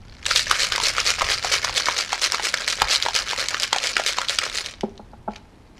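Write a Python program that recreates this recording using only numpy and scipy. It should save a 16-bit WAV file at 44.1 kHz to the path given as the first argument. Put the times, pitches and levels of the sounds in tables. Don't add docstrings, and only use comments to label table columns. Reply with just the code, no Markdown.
import sys
import numpy as np
from scipy import signal
from scipy.io import wavfile
from scipy.ndimage import uniform_filter1d

SR = 44100
rng = np.random.default_rng(int(sys.argv[2]) if len(sys.argv) > 2 else 0)


def pcm_store(signal):
    levels = np.round(np.clip(np.atleast_2d(signal), -1, 1) * 32767)
    wavfile.write(sys.argv[1], SR, levels.astype(np.int16).T)


N = 255339

# (time [s], relative level [dB],
# length [s], brightness [dB], delay of the fall after it [s], relative level of the fall [dB])
ICE_SURGES = [(0.303, -21, 0.024, 3, 0.15, -51), (.37, -18.5, .03, 14.5, 0.15, -23),
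              (0.62, -21, .036, 3.5, 0.11, -28.5), (0.849, -19.5, 0.035, 3.5, 0.13, -25),
              (1.079, -20, 0.031, 4.5, 0.13, -26.5), (1.306, -20.5, 0.039, 3, 0.15, -26),
              (1.532, -17, .023, 2.5, 0.12, -27), (1.775, -20.5, .031, 2.5, 0.11, -25.5),
              (1.989, -20.5, 0.026, 3, .14, -28.5), (2.238, -19.5, .027, 5, 0.11, -28),
              (2.453, -20, .028, 4.5, 0.14, -29), (2.697, -23.5, 0.032, 4.5, .12, -29),
              (2.922, -18, .029, 4.5, 0.13, -28), (3.166, -21, .027, 2, .135, -27),
              (3.401, -21, 0.027, 1, 0.12, -28.5), (3.629, -24, 0.025, 2.5, 0.12, -30.5),
              (3.853, -23, 0.038, 2, 0.13, -29.5), (4.078, -21.5, .026, 5.5, 0.1, -29),
              (4.314, -22.5, 0.028, 4, 0.13, -28), (4.566, -25.5, 0.039, 6, 0.067, -46)]
# (time [s], relative liquid level [dB], pocket pitch [Hz], relative ice level [dB])
GLASS_SLAMS = [(.312, -11.5, 1420, -18), (0.5119, -9, 1303, -9), (0.7213, -19.5, 1400, -12.5),
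               (0.7802, -18.5, 1080, -20), (.8008, -19, 1030, -24), (0.9823, -14.5, 1345, -31),
               (1.2104, -17.5, 1095, -31), (1.2187, -13, 1090, -16), (1.2242, -21.5, 670, -28),
               (1.4467, -18, 794, -15.5), (1.6463, -15.5, 1140, -10.5), (1.6954, -21, 960, -42),
               (1.871, -21, 1440, -26), (1.8856, -10.5, 1090, -28), (2.1298, -14.5, 890, -14.5),
               (2.345, -16, 1250, -13.5), (2.397, -20.5, 880, -36), (2.541, -12.5, 1510, -9.5),
               (2.819, -7, 986, -12), (3.063, -17, 964, -29), (3.0853, -18, 910, -37),
               (3.3324, -20.5, 975, -22.5), (3.5446, -15.5, 1310, -25.5), (3.7295, -12, 1014, -9.5),
               (3.7623, -17.5, 833, -20.5), (3.967, -12.5, 1390, -11), (3.997, -18, 690, -23.5),
               (4.185, -13.5, 1046, -16), (4.2158, -19.5, 1490, -19), (4.3867, -19.5, 1340, -7),
               (4.4326, -25, 1360, -27)]
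# (frequency [Hz], relative spectral level [dB])
LIQUID_COLOUR = [(120, -37.5), (300, -12), (550, -1), (900, -7), (1400, 4), (2200, 2), (3200, -1.5),
                 (4600, -4), (7500, -14), (10500, -49), (14500, -29.5)]


def gain_of(db):
    return 10 ** (np.asarray(db) / 20)


def evened(x):
    return x / np.sqrt(np.mean(x ** 2) + 1e-20)


def seconds(size):
    return np.arange(size) / SR


def add(mix, s, sound):
    part = mix[max(round(s * SR), 0):][:len(sound)]
    part += sound[:len(part)]


def level(rows):
    return gain_of(np.interp(seconds(N), *np.transpose(rows)))


def coloured(x, points, size=4096):
    hz, db = np.transpose(points)
    log_hz = np.log(abs(np.fft.fftfreq(size, 1 / SR)) + 1)
    log_gain = np.log(gain_of(np.interp(log_hz, np.log(hz), db)))
    spectrum = np.exp(np.conj(signal.hilbert(log_gain)))
    taps = np.fft.ifft(spectrum).real[:size // 2]
    return signal.oaconvolve(x, taps / np.linalg.norm(taps))[:len(x)]


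def ring(t, hz, t60):
    return np.sin(2 * np.pi * hz * t) * gain_of(-60 * t / t60)


def air(hush_db=-52, rumble_db=-2.0, puff_s=0.028):
    # (frequency [Hz], relative spectral level [dB])
    hush_colour = [(12, -21), (20, -16.5), (54, -17), (174, -9), (235, -7), (347, -11.5), (603, -18.5),
                   (865, -15.5), (1140, -22.5), (10200, -43), (13100, -49), (15000, -87)]
    # (time [s], relative level [dB])
    rumble_levels = [(0, -41.5), (.3, -41.5), (1.6, -39.5), (1.9, -46.5), (2.5, -49.5), (3.2, -45),
                     (3.8, -49.5), (5.1, -44.5), (5.79, -52)]
    # (frequency [Hz], relative spectral level [dB])
    rumble_colour = [(15, -8), (42, 3.5), (70, -4), (110, -2), (160, -18), (300, -26), (1000, -77)]
    # (time [s], relative level [dB])
    puffs = [(.49, -37.5), (1.25, -36), (2.84, -34)]
    hush, rumble = rng.standard_normal((2, N))
    breeze = level(rumble_levels)
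    for s, db in puffs:
        breeze = breeze + gain_of(db) * np.exp(-((seconds(N) - s) / puff_s) ** 2)
    still = gain_of(hush_db) * evened(coloured(hush, hush_colour, size=16384))
    moving = gain_of(rumble_db) * breeze * evened(coloured(rumble, rumble_colour, size=16384))
    return still + moving


def yard(x, wet_db=-12.0, t60=0.4, dull_hz=4000, echoes_per_s=1500):
    t = seconds(size=20000)
    sparse = rng.standard_normal(len(t)) * (rng.random(len(t)) < echoes_per_s / SR)
    taps = sparse * (t > .004) * gain_of(-60 * t / t60)
    dulling = signal.butter(1, dull_hz, fs=SR, output="sos")
    tail = signal.sosfilt(dulling, taps / np.linalg.norm(taps))
    return x + gain_of(wet_db) * signal.oaconvolve(x, tail)[:N]


def knocks(lowest_hz=160, rise_s=0.0033, clatter_db=-5.5, clatter_t60=0.041, node_depth=0.32):
    # (time [s], relative level [dB], pitch above which the blow is soft [Hz],
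    # bass tilt [dB], pitch of the mode with a node at that spot [Hz],
    # delay of the rim's second touch [s], its level against the first [dB])
    landings = [(4.8331, -14, 900, 4, 1050, 0.0076, -10), (4.995, -29.5, 1190, 0, 390, 0.0043, -21),
                (5.133, -32, 1710, -5.5, 400, 0.0036, -18), (5.2773, -18, 1200, -7, 420, 0.00452, 4)]
    # (frequency [Hz], relative level [dB], t60 [s])
    table_modes = [(195, -21, .09), (211, -2.5, .1), (288, -29, 0.057), (390, 5, 0.036), (452, -3, 0.05),
                   (591, -6, 0.047), (644, 0.5, 0.028), (714, 10, 0.019), (825, 6.5, 0.031),
                   (910, -8, 0.035), (1140, -3.5, 0.026), (1350, -1, 0.025), (1480, -15, 0.05),
                   (2540, -18, 0.06)]
    out, t = np.zeros(N), seconds(size=12000)
    for s, db, soft_hz, bass_db, node_hz, delay, second_db in landings:
        blow = gain_of(clatter_db - 60 * t / clatter_t60) * rng.standard_normal(len(t))
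        for hz, mode_db, t60 in table_modes:
            node = 1 - node_depth * np.exp(-(np.log(hz / node_hz) / 0.27) ** 2)
            tilt_db = bass_db / (1 + (hz / 520) ** 4)
            blow = blow + node * gain_of(mode_db + tilt_db) * ring(t, hz, t60)
        blow = blow * (1 - np.exp(-t / rise_s))
        blow = signal.sosfilt(signal.butter(3, soft_hz, fs=SR, output="sos"), blow)
        blow = signal.sosfilt(signal.butter(3, lowest_hz, "high", fs=SR, output="sos"), blow)
        add(out, s, gain_of(db) * blow)
        add(out, s + delay, gain_of(db + second_db) * blow)
    return out


def shaker(x, ring_db=-25.52, scatter_db=-7.5, scatter_t60=0.049, detune=0.033, count=9):
    # (frequency [Hz], relative level [dB], t60 [s])
    wall_modes = [(866, -11, 0.02), (1385, 12.5, 0.089), (2266, 4.5, 0.072), (3326, 18.5, 0.028),
                  (4060, 7, 0.33), (4430, -26, 0.083), (4900, -20, 0.051), (5700, -2, 0.057),
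                  (7800, -6, .03)]
    t, out = seconds(size=4000), x
    place = np.repeat(rng.integers(0, count, N // 512 + 1), 512)[:N]
    for k in range(count):
        wall = np.zeros(len(t))
        for hz, db, t60 in wall_modes:
            wall += gain_of(db) * ring(t, hz * (1 + detune * rng.standard_normal()), t60)
        scatter = rng.standard_normal(len(t)) * gain_of(-60 * t / scatter_t60)
        body = gain_of(ring_db) * wall / np.linalg.norm(wall)
        body = body + gain_of(scatter_db) * scatter / np.linalg.norm(scatter)
        here = uniform_filter1d(1. * (place == k), size=128)
        out = out + signal.oaconvolve(x * here, body)[:N]
    return out


def softened(x, power, soft_hz=4500, firm_db=-44.5):
    gentle = 1 / (1 + power / gain_of(firm_db) ** 2)
    dulled = signal.sosfilt(signal.butter(1, soft_hz, fs=SR, output="sos"), x)
    return (1 - gentle) * x + gentle * dulled


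def surges(fall_length_s=0.045, fall_bright_db=-0.5):
    throws = [(s, db, length, bright_db) for s, db, length, bright_db, _, _ in ICE_SURGES]
    falls = [(s + delay, db, fall_length_s, fall_bright_db) for s, *_, delay, db in ICE_SURGES]
    return throws + falls


def rattle(hits_per_s=1300, crowding=.55, spread_db=7.0, grain_t60=0.0038, crack_t60=0.0067,
           ring_db=1.5, slush=0.27, calm_db=-48, calm_share=0.34, count=32):
    # (time [s], relative level [dB])
    tumble_levels = [(0, -57.5), (.08, -48.5), (.21, -47), (.26, -39), (4.72, -37.5), (4.78, -53),
                     (4.86, -47.5), (4.95, -56.5), (5.28, -64), (5.32, -47.5), (5.36, -45.5), (5.41, -56.5),
                     (5.74, -61.5), (5.78, -48)]
    # (frequency [Hz], relative spectral level [dB])
    metal_colour = [(120, -66.5), (300, -17), (550, -8.5), (900, -16.5), (1400, -7), (2200, 1), (3200, -1),
                    (4600, 4.5), (6000, -2), (7500, -5.5), (10500, -14.5), (14500, -27.5)]
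    t, power, glint = seconds(N), level(tumble_levels) ** 2, 0
    for s, db, length, bright_db in surges():
        u = (t - s) / length
        u = np.where(u < 0, 1.8 * u, u)
        surge = (gain_of(db) / np.cosh(np.clip(u, -20, 20))) ** 2
        power, glint = power + surge, glint + surge * bright_db
    metal = 1 / (1 + gain_of(-2 * glint / power) ** 2)
    rate = hits_per_s * (power / power.mean() + 0.093) ** crowding
    uneven_db = spread_db * (1 - calm_share / (1 + power / gain_of(calm_db) ** 2))
    sizes = gain_of(uneven_db * np.minimum(rng.exponential(1, N), 3.))
    sizes = sizes * (rng.random(N) < rate / SR) / np.sqrt(rate)
    cube, age, hits = rng.integers(0, count, N), seconds(size=400), np.zeros(N)
    for k, hz in enumerate(np.linspace(1100, 9500, count)):
        crack = rng.standard_normal(len(age)) * gain_of(-60 * age / crack_t60)
        grain = crack + gain_of(ring_db) * ring(age, hz, grain_t60)
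        hits += signal.oaconvolve(sizes * (cube == k), evened(grain))[:N]
    churn = evened(evened(hits) + slush * rng.standard_normal(N))
    drive = softened(churn * np.sqrt(power), power)
    on_metal = coloured(drive * np.sqrt(metal), metal_colour)
    in_liquid = coloured(drive * np.sqrt(1 - metal), LIQUID_COLOUR)
    return (on_metal + in_liquid) / np.sqrt(2)


def cube_hits(count=2, cube_hz=3990, cube_spread=.2, second_lag_s=.0017, second_db=-1,
              stray_db=4.5, stray_spread_db=2.7, stray_spread_s=.018):
    # (time [s], relative level [dB], pitch [Hz])
    single_clacks = [(.229, -29, 2100), (.2551, -17.5, 3000), (.2653, -10.5, 2700), (.3631, -7.5, 4300),
                     (.3941, -8, 4140), (.6047, -15.5, 4020), (.7608, -11, 3720), (.8847, -8.5, 3900),
                     (1.0024, -9.5, 3030), (1.104, -7, 5600), (1.8577, -9.5, 4900), (2.321, -7.5, 5300),
                     (2.6782, -6.5, 4820), (2.9587, -7.5, 4100), (3.025, -8, 3840), (3.1517, -11, 5070),
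                     (3.1628, -8.5, 5160), (3.4854, -8, 4500), (3.599, -13, 4670), (3.633, -8, 4670),
                     (3.7841, -10.5, 4100), (3.871, -12, 4900), (4.0635, -8.5, 3970), (4.0771, -12.5, 4900),
                     (4.2849, -11.5, 3430), (4.2956, -8.5, 4350), (4.585, -15, 4300), (4.6612, -15, 4240),
                     (4.8092, -23.5, 5140), (4.978, -33, 4280), (5.347, -42.5, 2750), (5.3613, -28, 2900)]
    slammed, strays = [], []
    for s, _, _, db in GLASS_SLAMS:
        for lag, weaker_db in [(0, 0), (second_lag_s, second_db)]:
            hz = cube_hz * np.exp(cube_spread * rng.standard_normal())
            slammed.append((s + lag, db + weaker_db, hz))
    for s, db, _, _ in surges():
        for late, hard, small in rng.standard_normal((count, 3)):
            hz = cube_hz * np.exp(cube_spread * small)
            strays.append((s + stray_spread_s * late, db + stray_db + stray_spread_db * hard, hz))
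    return single_clacks + slammed + strays


def clacks(ring_t60=0.0051, contact_s=0.0012, crack_db=4.0, yield_db=-15, trim_db=-4.5):
    # (frequency [Hz], relative spectral level [dB])
    crack_colour = [(150, -28), (500, -18), (1500, -1.5), (2600, 3.5), (4800, 4.5), (7500, -4.5),
                    (10500, -16.5), (14500, -31)]
    out, t = np.zeros(N), seconds(size=700)
    for s, db, hz in cube_hits():
        contact = rng.standard_normal(len(t)) * np.exp(-(t / contact_s) ** 2)
        crack = coloured(contact, crack_colour, size=512)
        chime = ring(t, hz, ring_t60) * (1 - np.exp(-t * hz))
        hit = evened(chime) + gain_of(crack_db) * evened(crack)
        hit = softened(hit, gain_of(db + yield_db) ** 2)
        add(out, s, gain_of(db + trim_db) * hit / np.std(hit[:SR // 500]))
    return out


def air_pockets(count=2, gulp_lead_s=.018, gulp_db=-12.5, gulp_hz=535,
                gurgle_hz=1390, gurgle_spread=.22, gurgle_spread_s=.02):
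    slammed = [(s, db, hz) for s, db, hz, _ in GLASS_SLAMS]
    gulps = [(s - gulp_lead_s, db + gulp_db, gulp_hz * rng.uniform(0.8, 1.16))
             for s, db, *_ in ICE_SURGES]
    gurgles = []
    for s, *_, delay, db in ICE_SURGES:
        for late, small in rng.standard_normal((count, 2)):
            hz = gurgle_hz * np.exp(gurgle_spread * small)
            gurgles.append((s + delay + gurgle_spread_s * late, db, hz))
    return slammed + gulps + gurgles


def plops(ring_cycles=12, sag=0.16, sag_s=0.0015, slap_db=1.0, slap_t60=0.0044, slap_hz=750,
          snap=3.2, fizz=2.7, swell_db=-9.5, swell_s=0.0032, trim_db=-1.0):
    out, t = np.zeros(N), seconds(size=2000)
    for s, db, hz in air_pockets():
        turns = np.cumsum(hz * (1 + sag * (np.exp(-t / sag_s) - .5))) / SR
        swing = np.sin(2 * np.pi * turns)
        pocket = swing * gain_of(-60 * turns / ring_cycles) * (1 - np.exp(-turns / .5))
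        squeezes = np.exp(snap * swing) * gain_of(-60 * t / slap_t60)
        snaps = squeezes * (1 + fizz * rng.standard_normal(len(t)))
        cushion = 1 + (slap_hz / hz) ** 4
        slap = evened(coloured(snaps, LIQUID_COLOUR, size=1024))
        plop = evened(pocket) + gain_of(slap_db) / cushion * slap
        add(out, s, gain_of(db + trim_db) * plop / np.std(plop[:SR // 250]))
        swell = coloured(rng.standard_normal(len(t)), LIQUID_COLOUR, size=1024)
        swell = swell * np.exp((t - t[-1]) / swell_s)
        add(out, s - t[-1], gain_of(db + swell_db) * swell)
    return out


def scene():
    load = rattle() + clacks() + plops()
    return (yard(shaker(load) + knocks()) + air())[None]


def record(dry, ceiling=.9, edge_hz=15300):
    rounded = dry / (1 + (dry / ceiling) ** 4) ** .25
    lowpass = signal.firwin(255, edge_hz, window=("kaiser", 9), fs=SR)
    return signal.oaconvolve(rounded, lowpass[None], "same")


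dry = scene()
out = record(dry)
pcm_store(out)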